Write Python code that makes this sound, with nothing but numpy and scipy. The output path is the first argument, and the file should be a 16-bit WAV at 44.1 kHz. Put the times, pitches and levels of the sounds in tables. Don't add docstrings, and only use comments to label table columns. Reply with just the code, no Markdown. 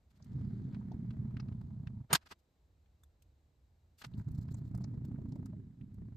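import sys
import numpy as np
from scipy import signal
from scipy.fft import rfft, irfft, next_fast_len
from scipy.io import wavfile
from scipy.ndimage import uniform_filter1d

SR = 44100
rng = np.random.default_rng(int(sys.argv[2]) if len(sys.argv) > 2 else 0)


def master_out(mix):
    frames = np.transpose(np.atleast_2d(mix))
    ceiling = np.clip(frames, -1, 1)
    pcm = np.round(ceiling * 32767).astype(np.int16)
    wavfile.write(sys.argv[1], SR, pcm)


N = 271901
T = np.arange(N) / SR
LEAD_S = .04

# [hz, relative level_db]
GRIT_SPECTRUM = [(2500, -15), (4200, 7), (6000, -3.5), (7500, 2), (9000, -14), (13000, -7), (15000, -7.5)]


def amp(db):
    return 10 ** (np.asarray(db) / 20)


def unit(x):
    return x / np.sqrt(np.mean(x ** 2) + 1e-20)


def read(points, hz):
    f, value = np.transpose(points)
    return np.interp(np.log(hz + 1), np.log(f + 1), value)


def bins(x):
    return np.fft.rfftfreq(x.shape[-1], 1 / SR)


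def colour(x, db_at):
    size = next_fast_len(x.shape[-1] + 2048)
    gain = amp(db_at(np.fft.rfftfreq(size, 1 / SR)))
    return irfft(rfft(x, size) * gain, size)[..., :x.shape[-1]]


def noise(db_at, size=N):
    # [hz, side_minus_mid_db]
    stereo_width = [(30, -14), (100, -23), (200, -16), (380, -10), (690, -4.5), (1300, -1.5), (4300, -5.5),
                    (8000, -3), (14000, 0)]
    white = rng.standard_normal((2, next_fast_len(size)))
    hz = bins(white)
    mid, side = rfft(white)
    side = side * amp(read(stereo_width, hz))
    spectrum = np.array([mid + side, mid - side]) * amp(db_at(hz))
    return unit(irfft(spectrum, white.shape[1])[:, :size])


def wander(hz):
    return unit(colour(rng.standard_normal(N), lambda f: -10 * np.log10(1 + (f / hz) ** 6)))


def add(mix, s, sound):
    part = mix[:, max(round(s * SR), 0):][:, :sound.shape[-1]]
    part += sound[..., :part.shape[1]]


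def burst(db_at, rise, t60, lead, hold=0):
    t = T[:12288] - lead
    swell = np.exp(-abs(t) / rise)
    decay = np.exp(-np.log(1000) * (t - hold).clip(0) / t60)
    return noise(db_at, size=len(t)) * np.where(t < 0, swell, decay)


def throb(turns, depth, sharp, uneven_db):
    strengths = amp(uneven_db * np.clip(rng.standard_normal(512), -2, 2))
    strength = strengths[np.round(turns).astype(int) % 512]
    swell = unit(strength * np.exp(sharp * (np.cos(2 * np.pi * turns) - 1)))
    depth = np.clip(depth, 0, 1)
    return unit(1 - depth + depth * swell)


def steady(x, window, share):
    power = uniform_filter1d((x ** 2).mean(0), int(window * SR))
    return unit(x / (abs(power) + 1e-6) ** (np.clip(share, 0, 1) / 2))


def slide(hz):
    # [centre_hz, width_hz, peak_db]
    resonances = [(646, 51.34, 6), (955, 97, 5), (1260, 70, 7.5), (1551, 300, 4.5), (2660, 67, 4),
                  (2820, 17, 6), (4340, 90, 7), (4950, 100, 6.5)]
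    return sum(db / (1 + (2 * (hz - centre) / width) ** 2) for centre, width, db in resonances)


def steel_puff(tilt_db, rise, hold, t60):
    # [hz, relative level_db]
    contact_spectrum = [(40, -7), (160, -0.5), (330, -1.5), (520, -7.5), (850, -2), (1600, -2), (3000, -2),
                        (4800, -4.5), (5800, -8.5), (9000, -14), (13500, -18), (15500, -37)]

    def body(f):
        return read(contact_spectrum, f) + slide(f) + tilt_db * np.log2(f.clip(400) / 2000)
    return burst(body, rise, t60, LEAD_S, hold)


def thud(hz, length, lead):
    t = T[:4096] - lead
    return np.exp(-(t / length) ** 2) * np.cos(2 * np.pi * hz * t + rng.uniform(0, 2 * np.pi))


def room():
    # [hz, relative level_db]
    air_spectrum = [(12, -36), (20, -12), (56, -1), (85, 0), (195, -15.5), (824, -28), (1320, -35.5),
                    (3390, -40), (3900, -37), (5590, -43), (7800, -42), (9740, -53), (11200, -46.5),
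                    (12900, -46), (15200, -60.5)]
    dip_s, dip_length_s, dip_db = 2.45, .14, -8
    drone_hz, drone_waver_hz, whine_hz = 71, 13, 3900
    air = amp(-71.0) * noise(lambda f: read(air_spectrum, f))
    drone = amp(-71.5) * wander(drone_waver_hz) * np.cos(2 * np.pi * drone_hz * T) * np.sqrt(2)
    whine = amp(-102) * wander(80) * np.cos(2 * np.pi * whine_hz * T)
    low = colour(air, lambda f: -20 * np.log10(1 + (f / 200) ** 4))
    dip = amp(dip_db * np.exp(-((T - dip_s) / dip_length_s) ** 2))
    return air - low + dip * (low + drone) + whine


def ticks(rows, rise, t60):
    out = np.zeros((2, N))
    for s, db, hz, octaves in rows:
        def hump(f):
            return slide(f) - 20 * np.log10(1 + (np.log2(f.clip(1) / hz) / octaves) ** 4 / 2)
        add(out, s + rise - LEAD_S, amp(db) * burst(hump, rise, t60, LEAD_S))
    return out


def crunches(tilt_db=3.0, rise=0.0033, t60=0.025):
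    # [start_s, level_db, length_s]
    patches = [(4.177, -73, 0.023), (4.348, -73, 0.01), (4.379, -71, 0.013), (4.413, -72, 0.021),
               (4.511, -68.5, 0.015), (4.57, -74, 0.024), (4.662, -83, 0.032), (4.812, -75, 0.011),
               (5.29, -77, 0.0057), (5.358, -72.5, .004)]

    def bright(f):
        return read(GRIT_SPECTRUM, f) + tilt_db * np.log2(f.clip(2000) / 2000)
    out = np.zeros((2, N))
    for s, db, length in patches:
        add(out, s - LEAD_S, amp(db) * burst(bright, rise, t60, LEAD_S, length))
    return out


def scuffs():
    # [start_s of the level rub, level_db, length_s, tilt_db_per_octave]
    drags = [(0.106, -80, .01, 4.5), (0.158, -81, .02, 4.5), (0.724, -69.5, 0.014, -4.5),
             (2.107, -41.5, 0.017, -6), (2.215, -71.5, 0.02, -2), (2.262, -61.5, .013, -0.5),
             (2.291, -71, .018, 3), (2.313, -48.5, .012, -1.5), (2.391, -82.5, .01, 7),
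             (3.986, -65.5, 0.027, 7), (4.019, -51, 0.0037, -0.8), (4.045, -45.5, 0.0041, -1.5),
             (4.06, -69.5, 0.0082, 6)]
    rise_s, t60_s = .0036, 0.034
    out = np.zeros((2, N))
    for s, db, length, tilt_db in drags:
        add(out, s - LEAD_S, amp(db) * steel_puff(tilt_db, rise_s, length, t60_s))
    return out


def scrape():
    start_s, end_s, level_db = 0.35, .78, -89.5
    start_hz, sag_hz_per_s = 4900, 2900
    hz = start_hz - sag_hz_per_s * (T.clip(start_s, end_s) - start_s)
    fade = np.clip(np.minimum(T - start_s, end_s - T) / 0.027, 0, 1)
    roughness = wander(490) * amp(2.5 * wander(90))
    return amp(level_db) * fade * unit(roughness * np.cos(2 * np.pi * np.cumsum(hz) / SR))


def bumps(hz=130, length=0.006, level_db=-3):
    # [peak_s, level_db before the common level_db is added]
    jolts = [(0.226, -41.5), (0.373, -29.5), (0.41, -26.5), (1.095, -28), (1.203, -30), (1.875, -40),
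             (4.072, -38), (4.187, -30.5), (4.275, -26), (4.388, -27.5), (4.762, -26), (5.047, -29.5),
             (5.183, -29.5), (6.018, -33)]
    out = np.zeros((2, N))
    for s, db in jolts:
        add(out, s - LEAD_S, amp(db + level_db) * thud(hz * rng.uniform(.85, 1.0), length, LEAD_S))
    return out


def clacks():
    # [peak_s, level_db]
    blows = [(2.1305, -23.5), (2.137, -27.5), (2.150, -25), (2.1545, -24.5)]
    # [pitch_hz, level_db relative to ring_db, t60_s undamped, left_channel_lead_rad]
    steel_modes = [(6864, -8, .065, .3), (8940, 2, .04, -2.0), (11440, -18, .06, -.5), (12306, -7, .042, 0)]
    rise_s, hold_s, t60_s = .0011, 0.00092, 0.051
    shortening, first_tilt_db, bounce_tilt_db = 0.85, -0.22, .5
    strike_s, ring_db, damped_s, thud_db = 2.128, -15.5, .034, -29.5
    out = np.zeros((2, N))
    for bounce, (s, db) in enumerate(blows):
        tilt_db = first_tilt_db + bounce_tilt_db * bounce
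        blow = steel_puff(tilt_db, rise_s, hold_s, t60_s * shortening ** bounce)
        add(out, s - LEAD_S, amp(db) * blow)
    t = T[:8192]
    free = (1 - np.exp(-(t / .0025) ** 2)) * np.exp(-(t / damped_s) ** 4)
    for hz, db, t60, left_lead in steel_modes:
        ports = np.sin(2 * np.pi * hz * t + np.array([[left_lead], [0]]))
        decay = np.exp(-np.log(1000) * t / t60)
        add(out, strike_s, amp(ring_db + db) * ports * decay * free)
    add(out, strike_s + 0.01 - LEAD_S, amp(thud_db) * thud(hz=150, length=.009, lead=LEAD_S))
    return out


def move(push, friction, hiss_colour, upper_hz, hollow_s, hollow_length, free_s, throb_s,
         rumble_depth, rasp_depth, hiss_depth):
    # [time_s, throbs_per_s]
    drive_speed = [(0.3, 33), (1.0, 35.5), (1.5, 33.5), (2.0, 28), (4.2, 29.6), (4.75, 30.5), (5.2, 28.9),
                   (5.7, 28.7)]
    # [hz, relative level_db]
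    bed_spectrum = [(12, -55.5), (20, -20), (48, -16.5), (102, -2), (124, 1.5), (162, -6.5), (211, -5.5),
                    (325, -23), (374, -22.5), (494, -38.5), (560, -41.5), (730, -64.5), (1230, -120)]
    rasp_spectrum = [(300, -16), (450, 0), (550, -4), (680, 0), (1000, -4.5), (1300, -13.5), (2000, -29),
                     (4000, -34)]
    rub_spectrum = [(800, -19), (1200, 3), (1600, 2), (2100, 0), (2700, -11.5), (3500, -14.5), (6000, -31)]
    # [share, dB per dB]
    follow_shares = [0.68, 0.41, 0.34]
    reference_push_db, freeing_s = -42, .05
    s, push_db = np.transpose(push)
    rumble_db = np.interp(T, s, push_db)
    moving = np.clip(np.minimum(T - s[0], s[-1] + .02 - T) / .02, 0, 1)
    elapsed = (T - s[0]).clip(0)
    free = .5 + .5 * np.tanh((T - free_s) / freeing_s)
    rasp_db, rub_db, hiss_db = (
        db + follow * (rumble_db - reference_push_db) - fade * elapsed - drop * free
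        for follow, (db, fade, drop) in zip(follow_shares, friction))
    upper_db = -9.5 + 8.5 * np.exp(-((T - hollow_s) / hollow_length) ** 2)
    turns = np.cumsum(np.interp(T, *np.transpose(drive_speed))) / SR
    turns -= np.interp(throb_s, T, turns)
    turns += .08 * wander(25)

    def low_bed(f):
        return read(bed_spectrum, f) - 10 * np.log10(1 + (f / 175) ** 8)

    def upper_bed(f):
        resonance = 7 / (1 + ((f - upper_hz) / 35) ** 2)
        return read(bed_spectrum, f) - 10 * np.log10(1 + (175 / f.clip(1)) ** 8) + resonance
    low = steady(noise(low_bed), window=0.054, share=.85)
    upper = steady(noise(upper_bed), window=0.054, share=0.61)
    bed = low + amp(upper_db) * upper
    rumble = amp(rumble_db) * bed * throb(turns, rumble_depth, sharp=1.7, uneven_db=1.8)
    strokes = throb(turns, rasp_depth, sharp=2.8, uneven_db=6.0) * amp(2.0 * wander(140))
    rasp = amp(rasp_db) * noise(lambda f: read(rasp_spectrum, f) + slide(f)) * strokes
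    rub_noise = noise(lambda f: read(rub_spectrum, f) + 0.13 * slide(f))
    rub = amp(rub_db) * rub_noise * unit(strokes ** 0.72)
    grain = throb(turns, hiss_depth, sharp=1.8, uneven_db=4.5) * amp(3 * wander(160))
    hiss = amp(hiss_db) * noise(lambda f: read(hiss_colour, f)) * grain
    return moving * (rumble + rasp + rub + hiss)


def scene():
    # [time_s, rumble_db]
    push_out = [(0.1, -63.5), (0.12, -75.5), (0.356, -39.5), (0.874, -46.5), (0.918, -43.5), (1.114, -44.5),
                (1.218, -40.5), (1.246, -41.5), (2.01, -46), (2.06, -66.5)]
    push_back = [(4.04, -70), (4.06, -57.5), (4.2, -38.5), (4.25, -55), (4.27, -41.5), (4.7, -44),
                 (4.75, -41), (5.6, -48), (5.77, -59.5), (5.82, -46.5), (5.87, -55), (6.03, -44.5),
                 (6.17, -51)]
    # [level_db at reference push, fade_db_per_s, drop_db once running free]
    friction_out = [(-73.5, -1.5, 2.5), (-76.5, 2, 7.5), (-82.5, 8, -3)]
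    friction_back = [(-71.5, 0.88, 6.2), (-78.5, 2.7, 0.8), (-81.5, 8.4, 1)]
    # [hz, relative level_db]
    ways_spectrum = [(2000, -20.5), (3000, 2.5), (4400, 4.5), (5500, -3), (7500, -2.5), (9000, -16.5),
                     (13000, -15)]
    # [start_s, level_db, pitch_hz, spread_octaves]
    grit_ticks = [(0.224, -64.5, 5130, 0.37), (0.244, -67.5, 6230, 1.1), (0.746, -54, 1440, 1.08),
                  (0.918, -67, 4030, 0.49), (1.106, -57.5, 1900, 1.01), (1.368, -52.5, 1760, 0.92),
                  (1.398, -52.5, 1630, 0.88), (1.400, -55, 4700, 0.26), (1.484, -64.5, 1810, 1.05),
                  (1.523, -65, 1510, 1.06), (1.612, -72, 2500, 1.2), (1.871, -53, 1820, 0.91),
                  (2.859, -77, 2550, .5), (3.034, -70.5, 1410, 0.53), (3.035, -65, 9060, 0.57),
                  (3.036, -69, 3570, 0.021), (3.222, -65, 6006, 1.3), (4.137, -65.5, 3447, 0.31),
                  (4.197, -60.5, 1200, 0.71), (4.316, -66.5, 9350, 1.2), (4.486, -58.5, 900, 1.3),
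                  (4.542, -56, 7250, .2), (4.749, -61.5, 6500, .7), (4.776, -63, 9500, 0.97),
                  (4.84, -54.5, 5140, 0.36), (4.843, -60, 1300, 0.77), (5.05, -62, 5960, 1.5),
                  (5.158, -65, 1500, 0.44), (5.321, -65.5, 4500, 0.69), (5.458, -61, 6540, 0.74),
                  (5.811, -67, 2400, 0.52), (5.942, -72, 9000, 1.2)]
    # [start_s, level_db, pitch_hz, spread_octaves]
    drive_knocks = [(0.202, -66, 550, 0.69), (0.811, -61, 920, 0.34), (0.917, -47.5, 770, .14),
                    (4.843, -59.5, 690, 0.42), (5.112, -61.5, 620, 0.22), (5.185, -59.5, 610, 0.29),
                    (5.323, -59.5, 730, .33), (5.356, -51.5, 586, 0.29), (5.46, -62.5, 800, 1.1),
                    (5.532, -59.5, 650, 0.19)]
    out = move(push_out, friction_out, ways_spectrum, upper_hz=208, hollow_s=.8, hollow_length=.66,
               free_s=1.52, throb_s=1.372, rumble_depth=.35, rasp_depth=.45, hiss_depth=.15)
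    back = move(push_back, friction_back, GRIT_SPECTRUM, upper_hz=274.4, hollow_s=5.363, hollow_length=0.49,
                free_s=5.56, throb_s=4.848, rumble_depth=0.37, rasp_depth=0.58, hiss_depth=0.71)
    small = ticks(grit_ticks, rise=.0014, t60=0.032) + ticks(drive_knocks, rise=.0014, t60=0.05) + crunches()
    lathe = out + back + scrape() + bumps() + clacks() + scuffs() + small
    tail = burst(lambda f: -10 * np.log10(1 + (f / 900) ** 2), rise=.004, t60=.25, lead=0.0097)
    walls = signal.fftconvolve(lathe, tail / np.linalg.norm(tail[0]), axes=1)[:, :N]
    return lathe + amp(-51.5) * walls + room()


def record(dry):
    # [hz, gain_db]
    mic_colour = [(9300, 0), (9900, -11), (10700, -11), (11300, 0)]
    # [hz, left_minus_right_db]
    stereo_balance = [(60, -0.5), (200, -2), (400, -1), (1200, -1), (2400, 2.34), (4400, 1.5), (9000, 0.1)]
    edge_hz = 15400
    halves = np.array([[.5], [-.5]])
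    heard = colour(dry, lambda f: read(mic_colour, f) + halves * read(stereo_balance, f))
    band_limit = signal.firwin(255, edge_hz, window=("kaiser", 9), fs=SR)
    return signal.oaconvolve(heard, band_limit[None], "same", axes=1)


dry = scene()
out = record(dry)
master_out(out)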